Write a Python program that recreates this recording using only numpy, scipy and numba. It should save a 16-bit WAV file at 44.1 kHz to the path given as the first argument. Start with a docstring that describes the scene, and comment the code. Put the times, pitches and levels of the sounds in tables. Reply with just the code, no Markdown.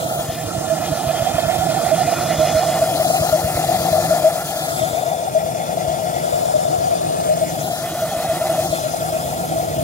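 """Pulsing jet burner on a kart

A small pressure jet burns on a kart on an open road, an arm's length from a hand-held camera that turns to and fro.
The flame chugs: low pressure thumps, and noise ringing in hot pipes as a howl with short pure surges after them.
Flickering resonances of noise make a ribbed roar and the hiss of the gas jet; short echoes colour both.
Turning the camera changes which microphone port hears the engine first and loudest."""
import sys
import numpy as np
from scipy import signal
from scipy.fft import rfft, irfft, next_fast_len
from scipy.io import wavfile
from scipy.ndimage import uniform_filter1d, map_coordinates
from numba import njit

SR = 44100
rng = np.random.default_rng(int(sys.argv[2]) if len(sys.argv) > 2 else 0)


def store_pcm(level_fs):
    """Save levels as 16-bit WAV."""
    pcm = np.round(np.clip(level_fs, -1, 1) * 32767).astype(np.int16)
    wavfile.write(sys.argv[1], SR, np.atleast_2d(pcm).T)


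N = 433499
T = np.arange(N) / SR  # time in seconds


def every_chug():
    """The flame keeps its beat: weak chugs share out each gap between strong ones."""
    # The strong chugs. Each row: centre in seconds, relative thump level in dB.
    strong = [(0.189, -24), (0.291, -21), (0.468, -23), (0.581, -21), (0.921, -20), (1.072, -19.5),
              (1.223, -24), (1.346, -19), (1.469, -21), (1.591, -20), (1.699, -37), (2.07, -31),
              (2.174, -35), (2.385, -18), (2.556, -18), (2.816, -31), (3.212, -18), (3.325, -23),
              (3.446, -15), (3.556, -19), (3.679, -25), (3.798, -24), (3.919, -22), (4.096, -30),
              (4.226, -34), (4.561, -30), (4.834, -27), (4.933, -26), (5.325, -42), (5.45, -30),
              (5.881, -23), (6.04, -37), (6.336, -27), (6.786, -22), (8.172, -28), (8.291, -25),
              (8.415, -28), (8.6, -30), (8.704, -22), (8.838, -34), (9.007, -27), (9.13, -26), (9.262, -35),
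              (9.794, -23)]
    period_s = 0.118
    weak_db, weak_scatter_db, weak_jitter_s = -61, 4, 0.0053
    edges = [strong[0][0] - 2 * period_s, *np.transpose(strong)[0]]
    weak = []
    for a, b in zip(edges, edges[1:]):
        steps = max(round((b - a) / period_s), 1)
        weak.append(np.linspace(a, b, steps + 1)[1:-1])
    weak = np.concatenate(weak)
    chance = rng.standard_normal((len(weak), 2)).T
    times = weak + weak_jitter_s * chance[0]
    levels_db = weak_db + weak_scatter_db * chance[1]
    return sorted(list(strong) + list(zip(times, levels_db)))


def chugs():
    """Each chug sucks pressure down between two rebounds; gas flow dips just before, and the gas heats until the next."""
    thump_hz, dip_s, dip_lead_s = 98, 0.0074, 0.017
    wave, dip = np.zeros(N), np.zeros(N)
    beats = every_chug()
    for s, db in beats:
        near = slice(max(int((s - 0.1) * SR), 0), int((s + 0.1) * SR))
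        since = T[near] - s
        u = np.pi * thump_hz * since
        wave[near] += undb(db + 3.0) * (2 * u ** 2 - 1) * np.exp(-u ** 2)
        dip[near] += np.exp(-((since + dip_lead_s) / dip_s) ** 2)
    # the heat starts over 26.9 ms before each chug's centre
    cycle = np.interp(T + 0.0269, np.transpose(beats)[0], np.arange(len(beats)))
    heat = uniform_filter1d((cycle % 1) ** 1.3, int(0.019 * SR))
    return wave, dip, heat


def swept_pipes(heat):
    """Pipe resonances climb in pitch as the gas heats: the whoop of the howl, a low hum and its overtone."""
    # Each row: lowest pitch in Hz, rise at full heat in Hz, width setting in Hz, relative level in dB.
    climbing = [(645, 141.5, 61, 1), (142.4, 28, 35, -11.5), (329, 39, 27.6, -24.5)]
    whoop, hum, overtone = (ring(hz + rise_hz * heat, width, db) for hz, rise_hz, width, db in climbing)
    # the hum is loud enough to steepen: squaring it gives a second harmonic that swells with it
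    hum_hz = climbing[1][0] + climbing[1][1] * heat
    harmonic = unit(svf(hum ** 2, 2.16 * hum_hz, 110.0))
    return whoop, hum, overtone + undb(-23.0) * harmonic


def low_rumble(thump, hum, overtone, rumble_db, lag_ms, howl_pan):
    """Burning noise and the hum join the thumps; the lag between the two ports is stretched in the bass."""
    # Colour of the burning noise below the howl. Each row: pitch in Hz, relative level per Hz in dB.
    burning = [(30, -41), (50, -16), (100, -6), (158, -3), (180, -3.5), (205, -22.5), (260, -10)]
    # Colour of the growl around the overtone. Each row: pitch in Hz, relative level per Hz in dB.
    growl = [(190, -5), (230, 5), (280, -0.5), (340, 3), (410, -8.5), (480, 7.5), (560, -12), (700, -13)]
    bass_lag = 2.02 * lag_ms - 0.15
    low = undb(rumble_db - 8.5) * (noise(slope(burning)) + undb(12.5) * hum) + thump
    low = ports(low, bass_lag, 0.044 * howl_pan + 0.44, alike=0.99)
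    upper = undb(rumble_db + 10.5) * (overtone + undb(-20.5) * noise(slope(growl)))
    return low + ports(upper, 1.5 * bass_lag, 0.16 * howl_pan, alike=0.8)


def surges():
    """The howl locks to one pitch for a moment: near-pure swells gliding up a little, and their envelope."""
    # Each row: centre in seconds, level over the howl in dB (before mixing), pitch at the centre in Hz,
    # length setting in seconds (the swell lasts about 0.84 of it).
    locked = [(0.305, 4.5, 683, 0.016), (0.721, 6, 647, 0.054), (1.101, 3, 652, 0.034),
              (1.195, -2, 638, 0.016), (1.273, 2.5, 726, 0.021), (1.388, 5, 666, 0.015),
              (1.437, -1.5, 714, 0.023), (1.492, 1.5, 665, 0.033), (1.623, 0, 733, 0.035),
              (1.699, -2.5, 640, 0.021), (1.931, 4.5, 644, 0.042), (1.988, 1, 730, 0.023),
              (2.016, 2, 710, 0.024), (2.087, 2, 696, 0.02), (2.13, 2.5, 695, 0.016),
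              (2.298, -0.5, 672, 0.038), (2.417, 3.5, 628, 0.057), (2.575, 4, 640, 0.063),
              (2.825, 4, 655, 0.024), (2.878, -1, 668, 0.0094), (3.012, 3, 640, 0.035),
              (3.054, -0.5, 719, 0.025), (3.105, 5, 650, 0.011), (3.144, 5, 722, 0.022),
              (3.23, 4.5, 646, 0.019), (3.294, 0.5, 750, 0.011), (3.343, 3.5, 629, 0.044),
              (3.396, 0.5, 746, 0.01), (3.467, -3, 642, 0.032), (3.576, 4, 670, 0.011),
              (3.602, 1.5, 718, 0.022), (3.695, 3.5, 680, 0.019), (3.945, 4, 635, 0.044),
              (3.987, 5, 676, 0.018), (4.121, 6.5, 642, 0.035), (4.265, 7.5, 639, 0.055),
              (4.835, 3, 644, 0.046), (5.368, 8.5, 638, 0.044), (5.777, 5.5, 670, 0.015),
              (6.556, 3.5, 620, 0.04), (7.312, 4.5, 626, 0.058), (7.426, 5, 645, 0.034),
              (7.708, 5, 680, 0.019), (8.034, 4.5, 650, 0.043), (8.313, 3, 651, 0.049),
              (8.59, 4, 638, 0.033), (8.735, 6.5, 640, 0.021), (8.854, 4, 627, 0.045),
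              (8.942, 6, 720, 0.013), (9.148, 1, 638, 0.064), (9.572, 3, 658, 0.038)]
    hush_s = 0.013  # how gradually the envelope opens ahead of a surge
    tone, swell = np.zeros(N), np.zeros(N)
    phases = rng.uniform(0, 2 * np.pi, len(locked))
    for (s, db, hz, length), phase in zip(locked, phases):
        near = slice(max(int((s - 0.15) * SR), 0), int((s + 0.13) * SR))
        since = T[near] - s
        shape = np.exp(-np.abs(since / (0.42 * length)) ** 9.0)
        # the pitch climbs 300 Hz per second
        wave = np.sin(2 * np.pi * (hz + 150 * since) * since + phase)
        tone[near] += np.sqrt(2) * undb(db) * shape * wave
        before = np.exp(-((since + 0.3 * length + hush_s / 2) / hush_s) ** 2)
        swell[near] += np.maximum(shape, before)
    return tone, np.clip(swell, 0, 1)


def pipe_howl(whoop, dip, turned_away, howl_db, howl_lag, howl_pan):
    """Flame noise rings in the hot pipes; while the howl is locked to one pitch its noisy part gives way."""
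    # Steady pipe resonances. Each row: pitch in Hz, width setting in Hz, relative level in dB.
    resonances = [(645.6, 69, 1.5), (595, 270, -24), (863, 102, -14.5)]
    tone, swell = surges()
    pipe = whoop + undb(-1.5) * noise(modes(resonances, steep=1.61))
    pipe = pipe * (1 - 0.34 * swell) * undb(-2.5 * dip - 4.0)
    # the howl's low flank comes forward from behind
    pipe = pipe + ring(np.full(N, 510.), 235, -22 + 9 * turned_away)
    return ports(pipe + undb(1.5) * tone, howl_lag, howl_pan, alike=0.95) * undb(howl_db)


def ribbed_roar(lag_ms, shade_db, turned_away):
    """Bands of flickering resonances, low to high, each reaching the two ports in its own way."""
    # The bands, each a list of resonances. Each row: pitch in Hz, width setting in Hz, relative level per Hz in dB.
    bands = [
        [(1130, 420, -4.5), (1363, 200, -2)],
        [(1771, 88, -1.5), (1996, 470, -5.5)],
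        [(2463, 187, -6), (2847, 85, -6.5)],
        [(3273, 334, -5)],
        [(3520, 290, -5.5)],
        [(4056, 790, -10)],
    ]
    # How each band reaches the ports. Each row: share of the engine's lag, added lag in ms,
    # share of the roar's pan, added left minus right in dB, likeness of the ports from 0 to 1 (before turning away).
    reach = [(0.97, 0.009, 1.1, 0, .97), (.92, .008, .35, -.6, .96), (0.88, 0.008, .15, -1.4, .97),
             (0.9, 0.005, .1, -3.8, .95), (.8, .005, .1, -4, .93), (.8, .03, .1, -2.5, .7)]
    # Left minus right follows the lag and levels off: centre lag in ms, span in ms, middle in dB, swing in dB.
    roar_pan = pan(lag_ms, *(.06, .2, .5, 4))
    # Nearly facing the jet, one high band reaches the right port later and louder:
    # centre lag in ms, span in ms, added lag in ms, left minus right in dB.
    centre_ms, span_ms, facing_ms, facing_db = (.07, .035, .079, -2.5)
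    facing = np.exp(-((lag_ms - centre_ms) / span_ms) ** 2)
    # one entry per band; the upper bands are shaded side-on
    late_ms = [0, 0.0077 - 0.021 * turned_away, -0.07 * turned_away, 0.0021, facing_ms * facing, 0]
    shaded_db = [0, 0, 0, shade_db, shade_db + facing_db * facing, shade_db]
    # from behind, the ports hear the roar less alike
    unlike = 0.1 * turned_away ** 2
    roar = np.zeros((2, N))
    for band, (share, added_ms, swing, added_db, alike), late, shaded in zip(bands, reach, late_ms, shaded_db):
        sound = ribs(band, drift=0.012, flicker_db=2.5, sway_db=1.0)
        band_lag = share * lag_ms + added_ms + late
        roar += ports(sound, band_lag, swing * roar_pan + added_db + shaded, alike - unlike)
    return roar


def jet_hiss(lag_ms, shade_db, turned_away):
    """The gas jet hisses through flickering treble resonances; from behind, the lower hiss is shaded."""
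    # Each row: pitch in Hz, width setting in Hz, relative level per Hz in dB.
    hissing = [(4365, 61, 1), (4810, 260, 1.5), (5270, 300, 0.5), (6180, 880, -0.15), (6920, 220, 2),
               (7450, 490, 1.8), (8640, 1400, -1)]
    jet = unit(ribs(hissing, drift=0.006, flicker_db=2.2, sway_db=0.3, tilt_db=2.0 * turned_away - 2.0))
    return ports(jet, 0.569 * lag_ms - 0.045, 0.88 * shade_db - 5.0, alike=0.37)


def top_hiss():
    """The finest hiss reaches the ports at a fixed lag and with opposite sign however the camera points."""
    # Each row: pitch in Hz, width setting in Hz, relative level per Hz in dB.
    finest = [(9250, 2600, -0.5), (10150, 2800, 2), (11700, 3200, 2), (14700, 8100, -1)]
    port_lag_ms = 0.227  # the right port hears it this much earlier
    top = unit(ribs(finest, drift=0.0049, flicker_db=1.3, sway_db=0.1))
    return ports(top, -port_lag_ms, 0.1, alike=0.85) * np.array([[1], [-1]])


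def mirrored(gas, lag_ms):
    """Kart, hand and camera body mirror the gas noise: short echoes comb its colour, shifting as the camera turns."""
    # Each row: delay in ms, change in delay per ms of the engine's lag, right port later by ms, level in dB.
    echoes = [(0.731, 0.034, 0.018, -17), (1.5, -0.26, -0.05, -20), (2.92, 0.47, 0.057, -16)]
    out = gas.copy()
    for late_ms, turn, apart_ms, db in echoes:
        for port, side in enumerate((-0.5, 0.5)):
            delay_s = (late_ms + turn * lag_ms + side * apart_ms) / 1000
            out[port] += undb(db) * np.interp(T - delay_s, T, gas[port])
    return out * undb(-0.51)


def camera_turns():
    """Turning the camera moves the lags and levels smoothly from row to row."""
    # Each row: time in seconds, how much later the right port hears the engine in ms (scaled for each part),
    # the same for the howl in ms, howl left minus right in dB, then relative levels in dB of the rumble,
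    # howl, roar, hiss and top hiss.
    turning = [(0.0, 0.31, -0.18, -6, -25, -22.5, -35, -34.5, -35),
               (.2, 0.14, -0.27, 0, -26.5, -20.5, -38, -35.5, -33.5),
               (.28, 0.034, -.25, 4, -28, -26.5, -38.5, -35, -36),
               (.5, -0.13, -0.082, -11.5, -25.5, -28, -37, -34.5, -38),
               (1.05, -0.074, -0.043, -8.5, -26.5, -23, -35, -33.5, -36),
               (1.5, -0.14, -0.049, -13.5, -25.5, -23.5, -33.5, -32.5, -35),
               (2.3, -0.022, -0.16, -6, -23.5, -19.5, -32, -30.5, -34.5),
               (2.68, 0.0067, 0.075, -4, -25, -19.5, -32, -30.5, -34),
               (2.95, 0.12, 0.12, 6, -25.5, -17, -33.5, -33.5, -31),
               (3.1, 0.21, 0.2, 8, -24, -21, -31.5, -27.5, -29.5),
               (3.38, 0.11, 0.19, 6.5, -26, -19, -33.5, -33, -31),
               (4.05, 0.14, 0.16, 7, -24, -19, -33.5, -31, -30.5),
               (4.27, 0.11, .1, 6, -29.5, -18.5, -34.5, -33, -31.5),
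               (4.45, 0.11, 0.13, 4.5, -28.5, -24.5, -36.5, -34.5, -32.5),
               (4.65, 0.2, -0.052, 9.5, -32, -22.5, -35, -31, -32.5),
               (4.78, 0.3, -0.44, 14.5, -25.5, -26, -35, -31.5, -34.5),
               (5.0, 0.34, 0.19, 12, -30, -22.5, -36, -36, -36),
               (5.3, 0.43, 0.35, 7.5, -29.5, -22.5, -40.5, -37.5, -40),
               (6.05, 0.42, 0.25, 11.5, -25.5, -24, -38.5, -35, -38),
               (6.3, 0.36, 0.68, 8.5, -28.5, -18, -37.5, -34, -36.5),
               (7.0, 0.4, 0.64, 6.5, -26.5, -19, -40, -35, -39.5),
               (7.3, 0.47, 0.57, 5, -26, -18.5, -38, -35.5, -37.5),
               (7.55, 0.41, 0.12, 8, -26.5, -26.5, -38, -34, -36.5),
               (7.63, 0.28, 0.076, 11, -25.5, -24, -37, -35, -33.5),
               (7.8, 0.145, 0.15, 7, -28.5, -26.5, -36, -32.5, -34),
               (7.87, 0.056, -0.03, 2, -28.5, -25, -36.5, -35.5, -35),
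               (8.57, 0.083, -0.034, 3, -28, -19.5, -35, -34, -33),
               (8.64, 0.11, 0.16, 6, -24.5, -23, -36.5, -32, -32.5),
               (8.76, 0.34, 0.31, 10, -30, -24, -35, -33.5, -34),
               (8.84, 0.4, 0.26, 9, -27.5, -25, -36.5, -34.5, -35.5),
               (9.3, 0.37, 0.26, 4.5, -25, -22.5, -38, -34.5, -35),
               (9.83, 0.39, 0.37, 4.5, -24.5, -22, -39, -37.5, -37.5)]
    s, *columns = np.transpose(turning)
    return [np.interp(T, s, column) for column in columns]


def side_shade(lag_ms):
    """Side-on, the camera body shades the treble of the right port."""
    # Centre lag in ms, span in ms, left minus right in dB (scaled for the hiss).
    centre_ms, span_ms, db = (0.135, 0.029, 5.5)
    return db * np.exp(-((lag_ms - centre_ms) / span_ms) ** 2)


def pan(lag_ms, centre_ms, span_ms, middle_db, swing_db):
    """The port that hears the engine first hears it louder, up to a limit."""
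    return middle_db + swing_db * np.tanh((lag_ms - centre_ms) / span_ms)


def ports(shared, lag_ms, pan_db, alike):
    """Both ports hear one sound, the right lag_ms later; scatter off kart and hand adds an unrelated part to each."""
    alike = np.clip(alike, 0, 1)
    halves = np.array([[0.5], [-0.5]])  # left, right
    at = np.arange(N) + halves * lag_ms * SR / 1000
    both = map_coordinates(shared, at.reshape(1, -1), order=3, mode="mirror").reshape(2, N)
    # copies shifted by over 0.1 s serve as the unrelated parts
    own = np.array([np.roll(shared, SR // 9), np.roll(shared, -SR // 8)])
    return (np.sqrt(alike) * both + np.sqrt(1 - alike) * own) * undb(halves * pan_db)


def ribs(table, drift, flicker_db, sway_db, tilt_db=0):
    """Resonances that each drift in pitch, sway slowly and flicker on their own; tilt_db is per octave."""
    total = np.zeros(N)
    for hz, width, db in table:
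        moving_hz = hz * (1 + drift * walk(1.49))
        # a wider rib carries more noise
        level_db = db + 10 * np.log10(width / 300) + tilt_db * np.log2(hz / 6000)
        level_db = level_db + sway_db * walk(3.39) + flicker_db * walk(35.0)
        total += ring(moving_hz, width, level_db)
    return total


def ring(hz, width, db):
    """Flame noise in one resonance with a moving centre, narrowed by two filters in a row."""
    once = svf(rng.standard_normal(N), hz, 1.0 * width)
    return undb(db) * unit(svf(once, hz, 1.46 * width))


@njit
def svf(x, hz, width):
    """State-variable band-pass with a moving centre, gain 1 there."""
    y, band, low = np.empty(len(x)), 0., 0.
    for i in range(len(x)):
        g, k = np.tan(np.pi * hz[i] / SR), width / hz[i]
        v = (band + g * (x[i] - low)) / (1 + g * (g + k))
        band, low, y[i] = 2 * v - band, low + 2 * g * v, k * v
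    return y


def noise(gain):
    """White noise coloured by gain(Hz), with an rms (average strength) of 1."""
    size = next_fast_len(N)
    hz = np.arange(1, size // 2 + 2) * SR / size
    return unit(irfft(rfft(rng.standard_normal(size)) * gain(hz), size)[:N])


def slope(points):
    """Gain through (Hz, dB) points, next to nothing outside them."""
    hz, db = np.transpose(points)
    return lambda f: undb(np.interp(np.log(f), np.log(hz), db, left=-90, right=-90))


def modes(table, steep):
    """Gain of noise-driven resonances; steep darkens the valleys."""
    def gain(f):
        power = sum(undb(2 * db) / (1 + (2 * (f - hz) / width) ** 2) ** steep for hz, width, db in table)
        return np.sqrt(power)
    return gain


def walk(rate):
    """Random levels held 1 / rate seconds and smoothed twice; spread 1."""
    k = int(SR / rate)
    steps = np.repeat(rng.standard_normal(N // k + 1), k)
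    return unit(uniform_filter1d(uniform_filter1d(steps, k), k)[:N])


def undb(db):
    """Decibels to a plain gain."""
    return 10 ** (np.asarray(db) / 20)


def unit(x):
    """Scale to an rms (average strength) of 1."""
    return x / np.sqrt(np.mean(x ** 2))


def scene():
    """Thumps, rumble, howl, roar and hiss share one chugging beat and one turning camera."""
    lag_ms, howl_lag, howl_pan, rumble_db, howl_db, roar_db, hiss_db, top_db = camera_turns()
    shade_db = side_shade(lag_ms)
    turned_away = np.clip(lag_ms / 0.19 - 0.9, 0, 1)
    thump, dip, heat = chugs()
    # with its back to the jet the camera shades the top of the climb
    heat = heat * (1 - 0.15 * turned_away)
    whoop, hum, overtone = swept_pipes(heat)
    rumble = low_rumble(thump, hum, overtone, rumble_db, lag_ms, howl_pan)
    howl = pipe_howl(whoop, dip, turned_away, howl_db, howl_lag, howl_pan)
    # the gas noises dip with the flow just before each chug
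    gas = ribbed_roar(lag_ms, shade_db, turned_away) * undb(roar_db - 2.27 - 2.7 * dip)
    gas += jet_hiss(lag_ms, shade_db, turned_away) * undb(hiss_db - 2.2 * dip)
    gas += top_hiss() * undb(top_db - 1.6 * dip)
    return rumble + howl + mirrored(gas, lag_ms)


def record(dry):
    """Each port has its own treble colour; the camera thins the deep bass and cuts the top."""
    # Colour of the two ports. Each row: pitch in Hz, left minus right in dB.
    colour = [(20, -1.93), (2500, 0), (3800, 8), (6500, 11.5), (7500, 4.5), (8700, -0.5), (10500, -1.5),
              (12000, 0), (22050, 0)]
    bass_hz, top_hz = 50, 15750
    hz, db = np.transpose(colour)
    tilt_db = np.interp(np.arange(N // 2 + 1) * SR / N, hz, db) / 2
    dry = irfft(rfft(dry) * undb([tilt_db, -tilt_db]), N)
    dry = signal.sosfilt(signal.butter(3, bass_hz, "high", fs=SR, output="sos"), dry)
    return signal.sosfilt(signal.ellip(10, 0.2, 80, top_hz, fs=SR, output="sos"), dry)


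dry = scene()
out = record(dry)
store_pcm(out)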